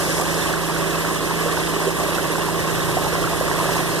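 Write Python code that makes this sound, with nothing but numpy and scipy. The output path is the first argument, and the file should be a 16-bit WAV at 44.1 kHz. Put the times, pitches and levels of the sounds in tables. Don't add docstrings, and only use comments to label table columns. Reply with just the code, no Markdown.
import sys
import numpy as np
from scipy import signal
from scipy.fft import rfft, irfft
from scipy.io import wavfile

SR = 44100
rng = np.random.default_rng(int(sys.argv[2]) if len(sys.argv) > 2 else 0)


def dump_mix(stems):
    frames = np.atleast_2d(stems).T
    limited = np.clip(frames, -1, 1)
    pcm = np.round(limited * 32767).astype(np.int16)
    wavfile.write(sys.argv[1], SR, pcm)


N = 176400


def from_db(db):
    return 10 ** (np.asarray(db) / 20)


def rms_one(x):
    return x / np.sqrt(np.mean(x ** 2) + 1e-20)


def in_time(rows):
    return np.interp(np.arange(N) / SR, *np.transpose(rows))


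def at_hz(points, hz):
    freqs, values = np.transpose(points)
    return np.interp(np.log(hz + 1e-9), np.log(freqs), values)


def bins():
    return np.arange(N // 2 + 1) * SR / N


def drift(rate_hz):
    step, warm_up = 40, 2000
    memory = np.exp(-2 * np.pi * step * rate_hz / SR)
    noise = rng.standard_normal(N // step + warm_up + 2)
    slow = signal.lfilter([1], [1, -2 * memory, memory * memory], noise)[warm_up:]
    return np.interp(np.arange(N) / step, np.arange(len(slow)), rms_one(slow))


def pan(db):
    gains = from_db(np.array([np.atleast_1d(db), -np.atleast_1d(db)]) / 2)
    return gains / np.sqrt(np.mean(gains ** 2, axis=0))


def place(x, pan_db, lag_s):
    late_right = irfft(rfft(x[1]) * np.exp(-2j * np.pi * bins() * lag_s), N)
    return pan(pan_db) * np.array([x[0], late_right])


def colour(white, spectrum):
    return irfft(rfft(white) * from_db(at_hz(spectrum, bins())) * np.sqrt(SR / 2), N)


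def turbulence(likeness, patchy_db, flicker_hz, bands):
    mid, side = rfft(rng.standard_normal((2, N)))
    both = np.sqrt(1 + likeness) * mid + np.sqrt(1 - likeness) * side * [[1], [-1]]
    edges_hz = np.r_[0, np.geomspace(200, SR / 2, bands)]
    out = 0
    for low, high in zip(edges_hz, edges_hz[1:]):
        band = irfft(both * ((bins() >= low) & (bins() < high)), N)
        out = out + band * from_db(patchy_db * drift(flicker_hz))
    return rms_one(out)


def ring_bubbles(rows, rise_per_cycle=0.022):
    out = np.zeros((2, N + SR))
    for peak_s, hz, db, pan_db, swell_cycles in rows:
        cycles = np.arange(int(6 * swell_cycles * SR / hz)) * hz / SR
        age = cycles / swell_cycles
        loudness = (age * np.exp(1 - age)) ** 2
        glide = rise_per_cycle * (cycles - swell_cycles) ** 2 / 2
        ring = loudness * np.sin(2 * np.pi * (cycles + glide))
        start = max(int((peak_s - swell_cycles / hz) * SR), 0)
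        out[:, start:start + len(ring)] += from_db(db) * pan(pan_db) * ring
    return out[:, :N]


def whine(pitch_hz=5070, width_hz=41, level_db=-49.5):
    peak = 1 / (1 + ((bins() - pitch_hz) / width_hz) ** 2)
    whistle = irfft(rfft(rng.standard_normal((2, N))) * peak, N)
    return from_db(level_db) * pan(-12) * rms_one(whistle)


# time_s, level_db
HULL_THROB = [(0, -8), (1.2, -0.5), (2.2, -3.5), (2.7, 8), (4, 5.5)]


def rumble(level_db=-3):
    noise = rng.standard_normal((2, N)) * from_db(level_db + 2 * in_time(HULL_THROB))
    return colour(noise, [(60, -96), (95, -74.5), (130, -64.5), (160, -72.5), (220, -100), (500, -130)])


# time_s, rate_hz
FIRING_RATE = [(0, 27.38), (2, 27.61), (4, 27.78)]


def count_firings():
    return np.cumsum(in_time(FIRING_RATE)) / SR


def exhaust_puffs(firings, level_db=-40, sharpness=1.5, pan_db=-4):
    puffs = rng.standard_normal((2, N)) * np.exp(sharpness * np.cos(2 * np.pi * firings))
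    spectrum = [(100, -64), (400, 11), (700, -5), (1500, -7.5), (3500, -4.0), (12000, -33)]
    return from_db(level_db) * pan(pan_db) * rms_one(colour(puffs, spectrum))


# times_firing_rate, level_db, left_minus_right_db
EXHAUST_TONES = [(2, -10, 2), (3, -13, -3), (4, -12.5, -2), (5, -12.5, 7), (6, 2.5, -6), (7, -11.5, -12),
                 (8, -10.5, -10), (10, -6.5, 2.5), (11, -9, -2), (12, -1.5, -8.5), (13, -5.5, -2),
                 (14, -2, -11), (15, -4.5, -21), (16, -11, 3), (17, -8.5, -16), (19, -18, -15),
                 (21, -7.5, -1)]


def exhaust_drone(firings, level_db=-33, hull_top_hz=150, jitter_rad=0.015):
    firings = firings + jitter_rad * drift(5.2) / (2 * np.pi)
    out = 0
    for multiple, tone_db, pan_db in EXHAUST_TONES:
        in_hull = multiple * FIRING_RATE[0][1] < hull_top_hz
        waver_db, right_lag_rad = (1.0, 1.68) if in_hull else (0.8, 0.93)
        throb_db = in_time(HULL_THROB) if multiple in (4, 5) else 0
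        smear_rad = 1.35 * rng.standard_normal() + 0.21 * rng.standard_normal((2, 1))
        phase = 2 * np.pi * multiple * firings + smear_rad - [[0], [right_lag_rad]]
        gain = from_db(level_db + tone_db + throb_db + waver_db * drift(5))
        out = out + gain * pan(pan_db) * np.cos(phase)
    return np.sqrt(2) * out


# start_s, pitch_hz, level_db
STRAY_DROPS = [(0.2116, 7870, -20), (0.5282, 3920, -27.5), (1.5219, 3380, -25), (1.8557, 3420, -26),
               (2.148, 3960, -23.5)]


def drops(decay_s=0.0029, pan_db=-2):
    out = np.zeros(N)
    for start_s, hz, db in STRAY_DROPS:
        age_s = np.arange(N) / SR - start_s
        band = signal.butter(1, [hz / np.sqrt(2), hz * np.sqrt(2)], "band", fs=SR, output="sos")
        spatter = rms_one(signal.sosfilt(band, rng.standard_normal(N)))
        fade = (age_s >= 0) * np.exp(-np.abs(age_s) / decay_s)
        out += from_db(db) * spatter * fade
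    return pan(pan_db) * out


# time_s, level_db
SPLASH_LEVEL = [(0, -7), (.2, -4.5), (.24, -10.5), (.48, -15), (.6, -39), (4, -18)]
# pitch_hz, level_db_per_hz
SPLASH_TONE = [(2500, -76), (5500, -61), (8000, -65.5), (10500, -63), (14000, -80)]


def splash():
    return colour(rng.standard_normal((2, N)) * from_db(in_time(SPLASH_LEVEL)), SPLASH_TONE)


# time_s, level_db
SPRAY_LEVEL = [(0, 1.5), (.22, -0.5), (.48, 2.4), (.55, -0.5), (.7, -0.5), (.9, 0.5), (1.15, -0.5),
               (1.55, 0.7), (1.88, 0), (1.94, -2), (2.0, 0.5), (2.42, 0.5), (2.54, -2.3), (2.59, 0.2),
               (3.56, 0), (3.76, 2.5), (3.83, 0.5)]
# pitch_hz, level_db_per_hz
SPRAY_TONE = [(300, -68.5), (900, -69.5), (1350, -68), (1620, -59), (2000, -61.5), (2600, -65),
              (4000, -69.5), (5400, -70.5), (7000, -71.5), (8300, -71), (10500, -71.5), (14000, -79)]
# pitch_hz, left_minus_right_db
SPRAY_SIDES = [(1500, -10), (2300, 8.5), (3000, -6.5), (4200, -3.5), (7000, -2), (9000, -4), (10400, -0.5),
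               (12000, -4), (14000, -8)]


def spray(flutter_db=0.55, crackle_db=0.5):
    surge = from_db(in_time(SPRAY_LEVEL) + flutter_db * drift(28))
    noise = turbulence(likeness=0, patchy_db=1.0, flicker_hz=44, bands=16)
    crackly = rms_one(noise * from_db(crackle_db * drift(430)))
    hiss = colour(crackly * surge, SPRAY_TONE)
    return irfft(rfft(hiss) * pan(at_hz(SPRAY_SIDES, bins())), N)


def fizz(count=3200, level_db=-48, spread_db=4.5, db_per_octave=-2, pan_db=-3, width_db=25):
    when, pitch, size, where = rng.random((count, 4)).T
    octave = pitch * np.log2(7)
    hz = 1900 * 2 ** octave
    strength = np.minimum(-np.log(1 - size), 4)
    db = level_db + db_per_octave * octave + spread_db * strength
    sides_db = pan_db + width_db * (2 * where - 1)
    swell_cycles = np.full(count, 18)
    pings = ring_bubbles(zip(when * N / SR, hz, db, sides_db, swell_cycles), rise_per_cycle=0)
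    return from_db(in_time(SPRAY_LEVEL)) * pings


# pitch_hz, level_db_per_hz
RUSH_TONE = [(25, -86), (40, -82), (60, -64), (100, -63), (140, -58), (230, -66.5), (330, -59), (570, -55),
             (700, -57.5), (830, -69.5), (1100, -55.5), (1380, -71), (1600, -66), (2200, -76.5),
             (4000, -80.5)]


def rush():
    return colour(turbulence(likeness=0.78, patchy_db=2.5, flicker_hz=33, bands=14), RUSH_TONE)


# pitch_hz, boost_db
BUBBLE_BOOST = [(260, -1.5), (400, 0), (570, 2), (800, 3.5), (1100, 7.5), (1380, 2.5), (1600, 0),
                (2100, -35)]


def bubbles(per_second=950, level_db=-38, spread_db=3.5, width_db=5):
    count = int(per_second * N / SR)
    when, pitch, size, where = rng.random((count, 4)).T
    low_hz, high_hz = BUBBLE_BOOST[0][0], BUBBLE_BOOST[-1][0]
    hz = low_hz * (high_hz / low_hz) ** (pitch ** 0.75)
    strength = np.minimum(-np.log(1 - size), 3.3)
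    db = level_db + at_hz(BUBBLE_BOOST, hz) + spread_db * strength
    sides_db = width_db * (2 * where - 1)
    swell_cycles = np.full(count, 1.288)
    return ring_bubbles(zip(when * N / SR, hz, db, sides_db, swell_cycles))


# peak_s, pitch_hz, level_db, swell_cycles
AIR_POCKETS = [(0.1, 544, -20, 1.88), (0.199, 660, -12, 0.56), (0.2, 880, -24, 1.54),
               (0.266, 940, -20, 1.8), (0.328, 950, -22, 1.46), (0.46, 1030, -17.5, 1.7),
               (0.539, 1510, -14, 2.4), (0.569, 1350, -20.5, 1.84), (0.764, 1430, -20.5, 2),
               (1.049, 1430, -18, 2), (1.164, 1130, -20.5, 2.53), (1.311, 930, -18.5, 2),
               (1.462, 505, -16, 1.9), (1.474, 454, -20.5, 2.6), (1.574, 1520, -20, 3.3),
               (1.575, 854, -18, 0.87), (1.698, 1030, -20.5, 1.57), (1.763, 1120, -18.5, 2.3),
               (1.766, 400, -14, 0.95), (1.846, 615, -19.5, 1.7), (1.872, 390, -14, 1.66),
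               (1.881, 470, -11, 1.08), (2.0, 645, -16, 0.75), (2.184, 1410, -18, 3),
               (2.356, 1450, -20, 2.3), (2.384, 765, -20.5, 2.1), (2.489, 910, -16.5, 1.16),
               (2.802, 1690, -23, 2), (2.972, 696, -13, 3.06), (3.067, 850, -21.5, 4.7),
               (3.131, 480, -13.5, 0.74), (3.242, 1280, -17, 2.7), (3.276, 1280, -20, 2.2),
               (3.334, 980, -15, 1.16), (3.412, 575, -12, 1.5), (3.483, 1140, -17.5, 1.86),
               (3.514, 930, -20.5, 2.6), (3.515, 1740, -17.5, 3), (3.601, 990, -19, 1.9),
               (3.632, 550, -14, 0.97), (3.692, 900, -20, 2.6), (3.745, 1500, -25, 2.5),
               (3.761, 1500, -25, 1.9)]


def glugs(boost_db=1.5):
    centred = [(peak_s, hz, db, 0, swell) for peak_s, hz, db, swell in AIR_POCKETS]
    return from_db(boost_db) * ring_bubbles(centred)


# time_s, level_db
CHURN_LEVEL = [(0, 1), (.5, -0.5), (.6, -1.5), (.8, -0.5), (.92, 0.5), (1.08, 0.5), (1.14, -1.5), (1.5, 0),
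               (1.66, -1.2), (1.87, 0.5), (1.94, -2.5), (2.02, 0), (2.55, -0.5), (2.9, 0.5), (3.55, .5),
               (3.76, 2), (3.84, -2), (4, -0.5)]


def churning_water():
    water = from_db(in_time(CHURN_LEVEL)) * (rush() + bubbles()) + glugs()
    return place(water, pan_db=-5.5, lag_s=0.00014)


def scene():
    firings = count_firings()
    pump = exhaust_drone(firings) + rumble() + exhaust_puffs(firings) + whine()
    return pump + spray() + splash() + churning_water() + fizz() + drops()


# pitch_hz, share (0 to 1)
WIDENING = [(700, 0.12), (1100, 0.93), (2100, 0.79), (2500, 0.22), (3000, 0.48), (3444, 0.5), (4600, 0.11),
            (5750, 0.005), (7000, 0.14), (12000, 0)]
# pitch_hz, half_width_hz, depth_db
CENTRE_DIPS = [(2287, 144, -36), (4580, 110, -8)]


def record(dry, lag_s=0.000435, cutoff_hz=14300):
    hz, both = bins(), rfft(dry)
    share = at_hz(WIDENING, hz)
    other_side_late = np.exp(-2j * np.pi * hz * lag_s) * both[::-1]
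    wide = (both - share * other_side_late) / np.sqrt(1 + share ** 2)
    dips_db = sum(db / (1 + ((hz - dip_hz) / width_hz) ** 4) for dip_hz, width_hz, db in CENTRE_DIPS)
    hollowed = wide + (from_db(dips_db) - 1) * wide.mean(axis=0)
    treble_cut = 1 / np.sqrt(1 + (hz / cutoff_hz) ** 400)
    return irfft(hollowed * treble_cut, N)


dry = scene()
out = record(dry)
dump_mix(out)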